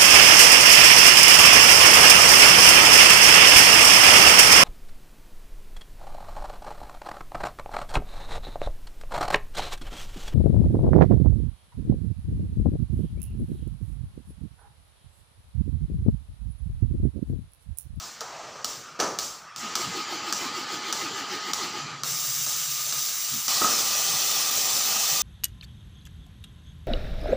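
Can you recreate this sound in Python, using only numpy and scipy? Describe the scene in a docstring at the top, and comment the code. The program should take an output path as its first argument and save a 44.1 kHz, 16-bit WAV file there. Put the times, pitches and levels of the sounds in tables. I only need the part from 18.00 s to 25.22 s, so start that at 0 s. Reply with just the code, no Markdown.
"""A gas cutting torch is lit and adjusted beside a steel excavator bucket in an open yard.
First gas rushes out with a sinking roar while the tip snaps and spits; at 1 s it catches with a pop.
From 1.6 s a soft flame puffs about seven times a second, then gives way to a low hum.
At 4 s the oxygen opens to a thin hiss, and at 5.5 s to a hard, steady one. Another pop and a dull
double knock on the bucket follow at once, and a last snap and a faint knock come near the end."""
import sys
import numpy as np
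from scipy import signal
from scipy.fft import rfft, irfft
from scipy.io import wavfile
from scipy.ndimage import uniform_filter1d

SR = 44100
rng = np.random.default_rng(int(sys.argv[2]) if len(sys.argv) > 2 else 0)


def int16_out(signal):
    """Quantize to a 16-bit WAV file."""
    q = np.round(np.clip(np.atleast_2d(signal).T, -1, 1) * 32767)
    wavfile.write(sys.argv[1], SR, q.astype(np.int16))


N = 318402
TIME = np.arange(N) / SR


def amp(db):
    """Decibels to gain."""
    return 10 ** (np.asarray(db) / 20)


def unit(x):
    """Scales to an rms of 1."""
    return x / np.sqrt(np.mean(x ** 2) + 1e-20)


def colour_db(colour, hz):
    """Level of an EQ curve, interpolated on a log-frequency axis."""
    points_hz, db = np.transpose(colour)
    return np.interp(np.log(hz + 1), np.log(points_hz + 1), db)


def causal_pulse(db):
    """The shortest causal pulse with this spectrum, given from 0 Hz to half the sample rate."""
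    log_gain = np.log(amp(np.r_[db, db[-2:0:-1]]))
    return np.fft.ifft(np.exp(np.conj(signal.hilbert(log_gain)))).real


def wander(rate_hz):
    """Smooth random modulation of rms 1."""
    hz = np.fft.rfftfreq(N, 1 / SR)
    return unit(irfft(rfft(rng.standard_normal(N)) / (1 + (hz / rate_hz) ** 2), N))


def turbulence(colour, patchy_db):
    """Coloured noise whose strength drifts in patches of time and frequency."""
    hz = np.fft.rfftfreq(1024, 1 / SR)
    real, imag, patches = rng.standard_normal((3, N // 256 + 5, len(hz)))
    patches = unit(uniform_filter1d(uniform_filter1d(patches, size=9, axis=0), size=9, axis=1))
    frames = (real + 1j * imag) * amp(colour_db(colour, hz) + patchy_db * patches)
    return unit(signal.istft(frames.T, nperseg=1024, noverlap=768)[1][:N])


def whistle(hz, width):
    """Noise in a steep resonance whose pitch may glide."""
    pole = np.exp(-np.pi * width / SR)
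    noise = rng.standard_normal(N) + 1j * rng.standard_normal(N)
    for _ in range(2):
        noise = signal.lfilter([1 - pole], [1, -pole], noise)
    carrier = np.exp(2j * np.pi * np.cumsum(hz * np.ones(N)) / SR)
    return unit((noise * carrier).real)


def ringing(modes):
    """Turbulence singing in steady resonances."""
    return sum(amp(db) * whistle(hz, width) for hz, width, db in modes)


def burst(start, rise, t60):
    """Percussive envelope: a quick attack and an exponential decay."""
    age = np.maximum(TIME - start, 0)
    return (1 - np.exp(-age / rise)) * amp(np.maximum(-60 * age / t60, -200))


def flow(db, opens, rise, shuts, fall_db_per_s):
    """Envelope of a gas flow that opens, holds and dies away; times in seconds."""
    opening = 1 - np.exp(-np.maximum(TIME - opens, 0) / rise)
    return opening * amp(db - fall_db_per_s * np.maximum(TIME - shuts, 0))


# tone of the outdoor bed: (frequency [Hz], level [dB])
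YARD_COLOUR = [(20, -23), (50, -19.5), (150, 3.5), (300, -10), (700, 2), (1400, 4), (2200, -4.5),
               (3500, -7), (6200, -5.5), (8000, -19.5), (12000, -37), (15500, -41.5)]


def yard():
    """A quiet, shifting bed of open-air noise."""
    return amp(-48.5) * turbulence(YARD_COLOUR, patchy_db=3.0)


# early reflections off the bucket and the ground: (delay [s], level [dB])
ECHOES = [(.00068, -23.5), (.0018, -27.5), (.0093, -10.5)]


def reflect(dry, tail_db=-13, tail_t60=.4):
    """Adds a few hard echoes and a short scatter from the machines around."""
    t = np.arange(SR // 4) / SR
    tail = rng.standard_normal(len(t)) * amp(-60 * t / tail_t60) * (t > .003)
    response = amp(tail_db) * tail / np.linalg.norm(tail)
    for delay, db in ECHOES:
        response[round(delay * SR)] += amp(db)
    # long waves bend round the steel, so the echoes are thin
    response = signal.sosfilt(signal.butter(1, 900, "high", fs=SR, output="sos"), response)
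    response[0] += 1  # direct sound
    return signal.oaconvolve(dry, response)[:N]


def hum(hz=143, flutter_hz=10.5, flutter_db=3, starts=3.81, stops=5.05, release_s=.03):
    """A low, fluttering hum sets in as the puffing ends, fades slowly and cuts off."""
    flutter = amp(flutter_db * np.sin(2 * np.pi * flutter_hz * (TIME - starts)))
    envelope = flow(-46, starts, rise=.02, shuts=3.9, fall_db_per_s=7)
    gate = np.clip((stops - TIME) / release_s, 0, 1)
    return whistle(hz, width=34) * flutter * envelope * gate


# low-end bumps: (time [s], level [dB], pitch [Hz])
BUMPS = [(.78, -51, 150), (1.66, -44, 230), (1.885, -37, 158), (5.35, -45, 140), (5.36, -45, 240),
         (6.13, -45, 140), (7.15, -46, 165)]


def bumps(swell_s=.035):
    """Soft bumps of low noise swell and fade."""
    return sum(amp(db) * whistle(hz, width=.4 * hz) * np.exp(-((TIME - s) / swell_s) ** 2)
               for s, db, hz in BUMPS)


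# dull hits on the bucket: (time [s], level [dB])
KNOCKS = [(5.618, -18.5), (5.645, -17.5), (6.962, -31)]
# ring of its steel: (frequency [Hz], relative level [dB], t60 [s])
BUCKET_MODES = [(229, -4.5, 0.041), (1147, -4, 0.043), (1272, 4.5, 0.029), (1380, -13, 0.023)]


def bucket(rise=.0014, snap_ring_db=-18, tail_db=-22, tail_t60=.37):
    """Soft blows and the tip's snaps ring the heavy steel briefly; a tail scatters round the bucket."""
    scatter = amp(tail_db) * ringing([(hz, 160, db) for hz, db, _ in BUCKET_MODES])
    snap_hits = [(s, crack_db + snap_ring_db) for s, crack_db, _ in SNAPS]
    out = np.zeros(N)
    for s, db in KNOCKS + snap_hits:
        ring = sum(amp(mode_db) * burst(s, rise, t60) * np.sin(2 * np.pi * hz * (TIME - s))
                   for hz, mode_db, t60 in BUCKET_MODES)
        out += amp(db) * (ring + scatter * burst(s, .0085, tail_t60))
    return out


# tone of the unlit gas: (frequency [Hz], level [dB])
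RUSH_COLOUR = [(300, -23), (750, -1.5), (2000, 1.5), (3500, -2.5), (6200, 1.5), (7500, -4.5), (10500, -28),
               (15500, -27.0)]


def gas_rush(surge_s=.21, roar_hz=920, sink_octaves_per_s=1.7):
    """Gas streams from the tip, harder while its hollow roar sinks with the turn of the valve."""
    leak = flow(-49, opens=0, rise=.005, shuts=.88, fall_db_per_s=60)
    surge = flow(-42.3, surge_s, rise=.03, shuts=.42, fall_db_per_s=30)
    stream = turbulence(RUSH_COLOUR, patchy_db=1.5) * (leak + amp(-9) * surge)
    hz = roar_hz * 2 ** (-sink_octaves_per_s * (TIME - surge_s))
    return stream + whistle(hz, width=480) * surge


# ignition pops: (time [s], level [dB], t60 [s], treble shelf [dB], bass shelf [dB])
POPS = [(0.208, -32, 0.22, -1.5, -24), (0.99, -27.5, 0.81, -2, -3), (0.999, -19, 0.076, 6.5, -6),
        (1.02, -24.5, 0.52, 0.5, 2), (4.465, -43, 0.24, 0, -10), (4.925, -49, .4, 5, -9),
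        (5.48, -38, .08, 6, -6), (5.611, -27.5, 0.87, 2.5, 2)]
# tone of a pop before the shelves: (frequency [Hz], level [dB])
POP_COLOUR = [(40, -37), (120, -10), (420, 1), (800, -1), (1500, -6), (2000, -12.5), (3500, -16.5),
              (6200, -7), (8500, -24.5), (12000, -35), (15500, -37)]


def pops(treble_hz=1500, bass_hz=300):
    """The gas catches with a dull pop that rolls round the yard."""
    hz = np.fft.rfftfreq(N, 1 / SR)
    treble = 1 / (1 + (treble_hz / (hz + 1)) ** 4)
    bass = 1 / (1 + (hz / bass_hz) ** 4)
    out = np.zeros(N)
    for s, db, t60, treble_db, bass_db in POPS:
        spectrum = rfft(rng.standard_normal(N)) * amp(colour_db(POP_COLOUR, hz))
        shelves = amp(treble_db * treble + bass_db * bass)
        body = irfft(spectrum * shelves, N) / np.std(irfft(spectrum, N))
        out += amp(db) * burst(s, .0011, t60) * body
    return out


# snaps at the tip: (time [s], relative crack level [dB], spit level [dB])
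SNAPS = [(0, -25, -34), (0.2079, -22, -47), (0.6461, -14.5, -30), (1.1885, -13.5, -27.5), (1.562, -24, -34),
         (1.7547, -11, -28), (2.3261, -12, -29), (2.9269, -12.3, -29), (3.5346, -12, -29.5),
         (4.0352, -15.5, -31), (4.465, -21, -34), (4.9253, -16, -36), (5.4816, -14, -35), (6.512, -23, -42)]
# tone of the crack and of the spit behind it: (frequency [Hz], level [dB])
CRACK_COLOUR = [(200, -26), (1200, -3.5), (2000, -13), (4000, -1), (6000, 4.5), (7500, -4), (9000, -13.5),
                (12500, -18), (15500, -18)]
SPIT_COLOUR = [(300, -11), (900, -5), (2200, -15.5), (5800, 0.0), (7400, -2), (8600, -14), (12000, -22),
               (15500, -22)]


def snaps(crack_boost_db=5.7, second_s=.0017, second_db=-6.5, scatter_db=-10, spit_s=.22):
    """A sharp double crack with a short scatter, then a spit of gas that holds briefly and runs out."""
    pulse = causal_pulse(colour_db(CRACK_COLOUR, np.fft.rfftfreq(2048, 1 / SR)))
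    impulses, scatter, spit = np.zeros((3, N))
    for s, crack_db, spit_db in SNAPS:
        impulses[round(s * SR)] = amp(crack_db)
        impulses[round((s + second_s) * SR)] = amp(crack_db + second_db)
        scatter += amp(crack_db + scatter_db) * burst(s - .001, rise=.00014, t60=.06)
        spit += amp(spit_db) * burst(s, rise=.017, t60=1.0) * np.exp(-((TIME - s) / spit_s) ** 2)
    cracks = -amp(crack_boost_db) * signal.oaconvolve(impulses, pulse / abs(pulse).max())[:N]
    scatter *= turbulence(CRACK_COLOUR, patchy_db=1.5)
    spit *= turbulence(SPIT_COLOUR, patchy_db=1.5)
    return cracks + scatter + spit


def choke(lead_s=.006, dip_s=.004, dip_db=-4.5):
    """Gain of the gas, which falters for a moment before each snap."""
    return amp(dip_db * sum(np.exp(-((TIME - s + lead_s) / dip_s) ** 2) for s, _, _ in SNAPS))


FUEL_OPENS_S = 1.555


def puff_cycle(crest_s=2.143, period_s=.1492, settle_s=.22, starts=1.6, stops=3.92, fade_s=.22):
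    """Phase within each puff (-.5 to .5, zero at its crest), and how fully the flame is puffing."""
    lead = .55 * np.exp(-np.maximum(TIME - FUEL_OPENS_S, 0) / settle_s)  # the first puffs come early
    cycles = (TIME - crest_s) / period_s + lead
    puffing = np.clip(np.minimum(TIME - starts, stops - TIME) / fade_s, 0, 1)
    return (cycles + .5) % 1 - .5, puffing


def whoops(crest_hz=340, crest_db=-38.7, width_cycles=.19, fall_octaves=1.2):
    """Each puff carries a low tone that falls as the puff grows."""
    phase, puffing = puff_cycle()
    hz = crest_hz * 2 ** (-fall_octaves * phase) * (1 + .033 * wander(50))
    tone = np.sin(2 * np.pi * np.cumsum(hz) / SR) * amp(1.5 * wander(40))
    return tone * amp(crest_db) * np.exp(-.5 * (phase / width_cycles) ** 2) * puffing


# tone of the flame's roar: (frequency [Hz], level [dB])
FLAME_COLOUR = [(60, -34), (130, -8), (300, -2), (420, -2.5), (560, -12), (850, -3.5), (1600, -5.5),
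                (4700, -7), (7400, -9.5), (8600, -28.5), (12000, -36.5), (15500, -54)]
# resonances it stirs: (frequency [Hz], width [Hz], level against the roar [dB])
FLAME_MODES = [(835, 71, -11.5), (1250, 28, -14.5), (3060, 330, -14), (4355, 240, -14), (4830, 210, -12)]


def soft_flame(throb_db=1.8, fizz_db=-17, fizz_throb_db=6, bass_hz=560, bass_dip=.25, chirp_hz=2030):
    """Each puff starts with a faint chirp while the bass sags, then swells the roar and fizz."""
    phase, puffing = puff_cycle()
    throb = np.cos(2 * np.pi * phase) * puffing
    roar = amp(throb_db * throb) * (turbulence(FLAME_COLOUR, patchy_db=2.6) + ringing(FLAME_MODES))
    bass = signal.sosfiltfilt(signal.butter(4, bass_hz, fs=SR, output="sos"), roar)
    roar -= bass_dip * puffing * np.sin(np.pi * (phase - .25)) ** 2 * bass
    fizz = turbulence(THIN_JET_COLOUR, patchy_db=1.3) * amp(fizz_db + fizz_throb_db * throb) * puffing
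    pitch = chirp_hz * (1 + .008 * wander(60))
    chirp = np.sin(2 * np.pi * np.cumsum(pitch) / SR) * amp(-8.5 + 2.5 * wander(25))
    chirp *= np.cos(np.pi * (phase + .24)) ** 6 * puffing  # peaks a quarter cycle before the crest
    return (roar + fizz + chirp) * flow(-34, FUEL_OPENS_S, rise=.08, shuts=3.8, fall_db_per_s=44)


# tone of the thin and of the full hiss: (frequency [Hz], level [dB])
THIN_JET_COLOUR = [(300, -24), (600, -23.5), (1000, -20.5), (2000, -12), (4000, -7.0), (6200, 2),
                   (7400, -5), (8300, -7), (12500, -15), (15500, -9.5)]
FULL_JET_COLOUR = [(30, -32), (120, -13.5), (300, -14.5), (750, -7.5), (1700, -13.5), (3200, -6), (6000, 1),
                   (7400, -2), (8300, -7), (12500, -17), (15500, -10)]
# resonances of each jet: (frequency [Hz], width [Hz], level against the hiss [dB])
THIN_JET_MODES = [(1207, 105, -29), (2950, 79, -33), (3780, 97, -17.5), (4970, 130, -20), (6430, 450, -14),
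                  (7360, 300, -11)]
FULL_JET_MODES = [(800, 80, -22.5), (1187, 96, -26), (1940, 110, -23.5), (2544, 140, -19),
                  (3030, 130, -22.5), (3590, 70, -20), (4170, 80, -27), (5110, 46, -29), (5300, 85, -15.5),
                  (5820, 230, -15), (6020, 80, -21), (6280, 87, -15), (7160, 340, -15.5)]


def oxygen(thin_s=4.035, full_s=5.48, creep_db_per_s=.5, drift_db=.35, flicker_db=.5, sputter_db=.23):
    """The jet hisses thinly, then broadens as the valve opens fully and the pressure creeps up."""
    thin_flow = flow(-28, thin_s, rise=.025, shuts=full_s, fall_db_per_s=3000)
    full_db = -24.1 + creep_db_per_s * (TIME - full_s)
    full_flow = flow(full_db, full_s, rise=.002, shuts=TIME[-1], fall_db_per_s=0)
    thin = (turbulence(THIN_JET_COLOUR, patchy_db=1.4) + ringing(THIN_JET_MODES)) * thin_flow
    full = (turbulence(FULL_JET_COLOUR, patchy_db=1.56) + ringing(FULL_JET_MODES)) * full_flow
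    return (thin + full) * amp(drift_db * wander(8) + flicker_db * wander(60) + sputter_db * wander(160))


def scene():
    """The torch and its echoes sit over the yard bed, alike in both channels."""
    gas = (gas_rush() + soft_flame() + whoops() + oxygen()) * choke()
    foreground = gas + hum() + bumps() + snaps() + pops() + bucket()
    mono = amp(-1.51) * reflect(foreground) + yard()
    return np.array([mono, mono])


# peaks and a notch of the microphone's housing: (frequency [Hz], half width [Hz], gain [dB])
HOUSING_EQ = [(1246, 101, 7.5), (6540, 58, -6), (14650, 300, 8.5), (15360, 360, 11)]


def record(dry, low_cut_hz=52, high_cut_hz=15520):
    """The microphone's housing colours the mix; a low cut and a steep high cut trim its ends."""
    hz = np.fft.rfftfreq(4096, 1 / SR)
    housing_db = sum(db / (1 + ((hz - centre) / width) ** 2 / 2) ** 2 for centre, width, db in HOUSING_EQ)
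    coloured = signal.oaconvolve(dry, causal_pulse(housing_db)[None], axes=1)[:, :N]
    coloured = signal.sosfilt(signal.butter(2, low_cut_hz, "high", fs=SR, output="sos"), coloured)
    high_cut = signal.firwin(2047, high_cut_hz, window=("kaiser", 9), fs=SR)
    return signal.oaconvolve(coloured, high_cut[None], "same", axes=1)


dry = scene()
out = record(dry)
int16_out(out)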